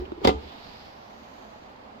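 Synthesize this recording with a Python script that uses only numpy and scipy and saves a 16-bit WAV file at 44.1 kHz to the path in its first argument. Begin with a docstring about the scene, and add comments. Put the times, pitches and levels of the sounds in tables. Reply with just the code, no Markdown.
"""A small kitchen, with steady room noise. A glass carafe rubs and bumps over the warming plate of a
coffee maker, scrapes the plastic housing and clacks home, each blow exciting their damped modes.
The machine rocks briefly on the counter, and the room answers the carafe with a diffuse tail.
Fingers slip off the handle with a faint squeak, and a sleeve swishes softly as the arm swings away."""
import sys
import numpy as np
from scipy import signal
from scipy.fft import rfft, irfft
from scipy.io import wavfile

SR = 44100
rng = np.random.default_rng(int(sys.argv[2]) if len(sys.argv) > 2 else 0)


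def to_wav(sig):
    """Store sig (one row per channel, or 1-D mono) as 16-bit WAV at the path in sys.argv[1].

    Samples outside -1..1 are clipped; the rate is SR.
    """
    pcm = np.clip(np.atleast_2d(sig), -1, 1) * 32767
    pcm = np.round(pcm).astype(np.int16)
    wavfile.write(sys.argv[1], SR, pcm.T)  # frames by channels


N = 88200
T = np.arange(N) / SR
FREQS = np.fft.rfftfreq(N, 1 / SR)
CONTACT_S, CRACK_T60_S, RIGHT_DELAY_S = 0.0015, 0.014, 0.000465
# spectrum of struck or scraped plastic: f/Hz, relative level/dB
PLASTIC_SPECTRUM = [(100, -14.5), (400, 3), (640, 3.5), (830, 13), (1250, 4.5), (1600, -8), (2400, -4.5),
                    (3300, -1), (5000, -10), (7000, -24.5), (9800, -34.5), (12500, -24.5), (16000, -49)]


def amp(db):
    """Amplitude ratio of a level in decibels."""
    return 10 ** (np.asarray(db) / 20)


def read(points, hz):
    """Interpolation of a table on a logarithmic frequency axis."""
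    f, value = np.transpose(points)
    return np.interp(np.log(hz + 1), np.log(f + 1), value)


def envelope(points):
    """Amplitude envelope through points of t/s, level/dB."""
    return amp(np.interp(T, *np.transpose(points)))


def pan(left_db):
    """Two gains that set a left-right level difference."""
    return amp(np.array([[.5], [-.5]]) * left_db)


def add(mix, s, sound):
    """Superposition: a sound joins the mix at time s."""
    part = mix[:, max(round(s * SR), 0):][:, :sound.shape[1]]
    part += sound[:, :part.shape[1]]


def waver(count):
    """Band-limited fluctuation through count random values of unit variance."""
    return signal.resample(rng.standard_normal(count), N)


def burst(t60, rise_s):
    """Impact envelope: a quick rise, then exponential decay."""
    return (1 - np.exp(-(T[:SR] / rise_s) ** 2)) * amp(-60 * T[:SR] / t60)


def ring(hz, t60, rise_s):
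    """Damped oscillation of one mode, arriving on the left first."""
    t = np.maximum(T[:SR] - np.array([[0], [RIGHT_DELAY_S]]), 0)
    return np.sin(2 * np.pi * hz * t) * amp(-60 * t / t60) * (1 - np.exp(-t / rise_s))


def diffuse_noise(spectrum):
    """Diffuse field at two points: noise of unit RMS, coherent only at long wavelengths."""
    # likeness of the channels: f/Hz, correlation (clipped to 1)
    coherence = [(60, 1.9), (130, 2), (290, 0.54), (640, -0.21), (1410, -0.48), (3100, -0.17), (15000, 0)]
    # balance: f/Hz, left-right level/dB
    sides = [(60, -3), (200, -6.5), (700, -2.5), (2400, -2.5), (4400, -7), (5600, 2), (7000, 10), (8500, 6),
             (12000, -6), (15000, 7)]
    left, independent = rfft(rng.standard_normal((2, N)))
    same = np.clip(read(coherence, FREQS), -1, 1)
    right = same * left + np.sqrt(1 - same ** 2) * independent
    x = irfft(np.array([left, right]) * amp(read(spectrum, FREQS)) * pan(read(sides, FREQS)), N)
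    return x / x.std()


def direct_noise(spectrum):
    """Direct field of the machine: noise of unit RMS, its bass coherent and earlier on the left."""
    # likeness of the channels: f/Hz, correlation
    coherence = [(400, 0.98), (1200, 0.73), (3000, -0.15)]
    # balance: f/Hz, left-right level/dB
    sides = [(300, -28), (800, 4), (1500, 0), (3000, 2), (4400, -5), (5600, -1), (7000, 20), (8500, 10),
             (12000, -5), (15000, 5)]
    left, independent = rfft(rng.standard_normal((2, N)))
    same = np.clip(read(coherence, FREQS), -1, 1)
    delay = np.exp(-2j * np.pi * FREQS * RIGHT_DELAY_S)
    right = (same * left + np.sqrt(1 - same ** 2) * independent) * delay
    x = irfft(np.array([left, right]) * amp(read(spectrum, FREQS)) * pan(read(sides, FREQS)), N)
    return x / x.std()


def slide(tick_rise_s=0.00064, bump_tick_db=-7.5):
    """Sliding friction and light impacts: glass rubs and bumps on the plate; handle and fingers tick."""
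    # friction spectrum: f/Hz, relative level/dB
    rub_spectrum = [(25, -10), (68, 2), (130, -11), (200, -12), (370, 5), (550, -14), (1000, -18.5),
                    (3000, -31.5), (5000, -30.5), (9000, -61), (16000, -43)]
    # friction envelope: t/s, level/dB
    rub_levels = [(0, -34), (.06, -46.5), (.15, -51), (.2, -47), (.24, -34.5), (.26, -69)]
    # dull bumps: t/s, level/dB, f/Hz, T60/s
    bumps = [(.0005, -23, 367.5, 0.04), (0.0171, -28, 374.5, 0.14), (0.1191, -19.5, 345, 0.047),
             (0.177, -31, 337, 0.065), (0.2158, -25.5, 406, 0.047)]
    # handle and finger ticks: t/s, level/dB, f/Hz, T60/s
    ticks = [(.0525, -41, 2850, .04), (.1185, -49, 3600, .035), (.1185, -42, 1100, .03),
             (1.696, -68, 13000, .03), (1.718, -68, 14000, .03)]
    out = diffuse_noise(rub_spectrum) * envelope(rub_levels)
    tick = amp(bump_tick_db) * burst(CRACK_T60_S, tick_rise_s)
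    grit = diffuse_noise(rub_spectrum)
    for (s, db, hz, t60), at in zip(bumps, rng.integers(0, N - SR, len(bumps))):
        add(out, s, amp(db) * (ring(hz, t60, rise_s=0.0019) + tick * grit[:, at:at + SR]))
    for s, db, hz, t60 in ticks:
        click = diffuse_noise([(hz / 2, -16), (hz * .85, -10), (hz, 0), (hz * 1.2, -14), (hz * 3, -46)])
        add(out, s, amp(db) * burst(t60, tick_rise_s) * click[:, :SR])
    return out


def rocking():
    """Free vibration: the whole machine booms and shudders on its feet in two low modes."""
    # jolts: t/s, boom level/dB, shudder level/dB
    jolts = [(.0, -24.5, -64), (0.091, -34.5, -61), (0.2548, -38, -11), (0.269, -17, -44),
             (0.345, -21, -57), (0.4428, -34, -54)]
    boom = ring(hz=70, t60=0.18, rise_s=0.011)
    shudder = ring(hz=102, t60=0.064, rise_s=0.011)
    out = np.zeros((2, N))
    for s, boom_db, shudder_db in jolts:
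        add(out, s, amp(boom_db) * boom + amp(shudder_db) * shudder)
    return out


def room_noise(level_db=-46.5, waver_db=.5):
    """Ambient noise: a diffuse field of nearly constant level."""
    # background spectrum: f/Hz, relative level/dB
    spectrum = [(20, -17.5), (60, -1.5), (100, -4.5), (165, -10), (220, 3), (330, -4.5), (520, -1),
                (800, 3), (1100, -3), (1500, -9), (3000, -18), (5000, -32), (7000, -37.5), (9500, -49),
                (12500, -45.5), (16000, -55)]
    return diffuse_noise(spectrum) * amp(level_db + waver_db * waver(count=40))


def kitchen(x, gain_db=-18, gap_s=.006):
    """Reverberation: convolution with a diffuse tail in which the bass lasts longest."""
    # reverberation times: f/Hz, T60/s
    decay_times = [(100, 0.59), (400, 0.61), (1200, 0.26), (4000, 0.41), (12000, 0.2)]
    white = diffuse_noise([(20, 0), (20000, 0)])[:, :SR]
    hz, t, bands = signal.stft(white, SR, nperseg=256)
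    decay = amp(-60 * t / read(decay_times, hz)[:, None])
    _, tail = signal.istft(bands * decay, SR, nperseg=256)
    wet = np.zeros((2, N))
    add(wet, gap_s, signal.fftconvolve(x[:1], tail / np.linalg.norm(tail[0]), axes=1))
    return amp(gain_db) * wet


def scrape(peak_s=.249, peak_db=-26.5, swell_s=0.0072):
    """Friction noise swells as the rim rides up to its seat and stops at the first full blow."""
    swell = np.exp(np.minimum(T - peak_s, 0) / swell_s - np.maximum(T - peak_s, 0) / CONTACT_S)
    return amp(peak_db) * swell * direct_noise(PLASTIC_SPECTRUM)


def clacks(thud_gain_db=4.5, crack_gain_db=-15.5, rattle_db=-4, rise_s=0.00027):
    """Impact excitation: each blow rings the modes and adds a thud and a crack with a short rattle."""
    # carafe against housing: t/s, then gain/dB of ring, thud, crack and the crack's treble
    blows = [(0.245, -29, -19, -11, 7), (0.2483, -1, -24, 0.5, -5.5), (0.25, -10.5, -3, -0.5, -11),
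             (0.2577, -10, -7.5, -20, 7), (0.2726, 5, -13, 0, -6), (.2750, 1, -6.5, -2, 0),
             (.2842, -9, -20, -8, 2), (0.2901, -2, -2, -2, -6.5), (0.296, -39, -44, -11, -11),
             (0.3282, -39, -37, -37, -4)]
    # modes of carafe and housing: f/Hz, level/dB, T60/s, left-right level/dB
    modes = [(216, -28, 0.18, 1), (260, -20, 0.14, -12), (289.6, -26, 0.19, -3.5), (392, -27, 0.068, 2),
             (439.1, -30, 0.32, -3), (467, -14, .04, -0.5), (533, -22, 0.089, -3.5), (750, -20, 0.081, -2),
             (835.5, -19.5, 0.052, 8.5), (1210, -35, 0.23, -3.5), (2062, -26, 0.036, -1),
             (3070, -31.5, .06, -5), (3680, -30, .07, 2), (4730, -34, .065, -4)]
    body = sum(amp(db) * pan(side) * ring(hz, t60, CONTACT_S) for hz, db, t60, side in modes)
    thud = amp(thud_gain_db) * ring(hz=353, t60=0.011, rise_s=0.0012)
    hit = burst(CRACK_T60_S, rise_s)
    dull_fade = hit + amp(rattle_db) * burst(t60=0.1, rise_s=rise_s)
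    treble_fade = hit + amp(rattle_db) * burst(t60=0.089, rise_s=rise_s)
    grit = direct_noise(PLASTIC_SPECTRUM)
    dull = signal.sosfiltfilt(signal.butter(2, 5550, fs=SR, output="sos"), grit)
    treble = grit - dull
    out = np.zeros((2, N))
    for (s, ring_db, thud_db, crack_db, treble_db), at in zip(blows, rng.integers(0, N - SR, len(blows))):
        crack = dull_fade * dull[:, at:at + SR] + amp(treble_db) * treble_fade * treble[:, at:at + SR]
        add(out, s, amp(ring_db) * body + amp(thud_db) * thud + amp(crack_gain_db + crack_db) * crack)
    # the housing radiates little bass
    return signal.sosfilt(signal.butter(2, 171, "highpass", fs=SR, output="sos"), out)


def sleeve(grain_db=0.63, swish_left_db=-1, swish_width_hz=1180):
    """Cloth friction: an uneven hiss and a rising band of noise swell as the arm moves."""
    # broad hiss: f/Hz, relative level/dB
    hiss_spectrum = [(200, 9), (1000, -0.5), (2000, 3.5), (3400, 2), (4900, 2), (6000, -12), (7200, -18.5),
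                     (9700, -33), (12500, -18), (16000, -27)]
    # its envelope: t/s, level/dB
    hiss_levels = [(.25, -61.5), (.42, -51), (.55, -50.5), (.72, -49.5), (.87, -50.5), (.95, -57.5),
                   (1.1, -56.5), (1.42, -57.5), (1.65, -59), (1.85, -61)]
    # rising band: t/s, centre f/Hz, level/dB
    swish_path = [(.35, 3050, -69), (.5, 3360, -53), (.59, 3500, -58), (.65, 4330, -56), (.87, 4770, -61.5),
                  (.96, 5140, -66.5), (1.15, 6070, -70.5), (1.42, 6470, -68.5), (1.62, 6370, -74.5),
                  (1.8, 6200, -84)]
    # fine fizz: f/Hz, relative level/dB
    fizz_spectrum = [(8000, -36), (10800, -10), (12500, 1), (15500, -11)]
    # its envelope: t/s, level/dB
    fizz_levels = [(.4, -90), (.75, -79), (1.0, -78.5), (1.42, -75), (1.75, -92)]
    s, hz, db = np.transpose(swish_path)
    carrier = np.exp(2j * np.pi * np.cumsum(np.interp(T, s, hz)) / SR)
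    lowpass = signal.butter(2, swish_width_hz / 2, fs=SR, output="sos")
    # shifting down, filtering and shifting back makes a moving band-pass
    band = (carrier * signal.sosfilt(lowpass, rng.standard_normal((2, N)) / carrier)).real
    swish = amp(np.interp(T, s, db)) * pan(swish_left_db) * band / band.std()
    hiss = diffuse_noise(hiss_spectrum) * envelope(hiss_levels)
    fizz = diffuse_noise(fizz_spectrum) * envelope(fizz_levels)
    return (hiss + swish + fizz) * amp(grain_db * waver(count=200))


def snap(at_s=.2729, level_db=-11.5):
    """A brief contact has a broad spectrum: the hard rim hits home with one bright snap."""
    # rim impact: f/Hz, relative level/dB
    spectrum = [(200, -17), (1000, 14), (2100, 5.5), (3500, 8), (5500, 2), (7000, -11.5), (9800, -18.5),
                (14000, -16)]
    out = np.zeros((2, N))
    add(out, at_s, amp(level_db) * burst(t60=.011, rise_s=.0004) * direct_noise(spectrum)[:, :SR])
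    return out


def squeak(level_db=-80, waver_hz=160):
    """A friction tone, thin and very high, wavers as the fingers slip off the handle."""
    # pitch contour: t/s, f/Hz
    contour = [(.46, 13000), (.485, 15000), (.54, 15400), (.595, 13800), (0.621, 15600)]
    s, hz = np.transpose(contour)
    pitch = np.interp(T, s, hz) + waver_hz * waver(count=400)
    fade = np.interp(T, s, [0, 1, 1, 1, 0])
    return amp(level_db) * fade * np.sin(2 * np.pi * np.cumsum(pitch) / SR)


def scene():
    """Superposition of all sources; only the carafe's sounds reverberate."""
    carafe = clacks() + snap() + scrape() + slide()
    return carafe + kitchen(carafe) + rocking() + squeak() + sleeve() + room_noise()


def record(dry):
    """Band limiting: a linear-phase low-pass at 15.8 kHz."""
    lowpass = signal.firwin(511, 15800, window=("kaiser", 9), fs=SR)
    return signal.oaconvolve(dry, lowpass[None], "same")


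dry = scene()
out = record(dry)
to_wav(out)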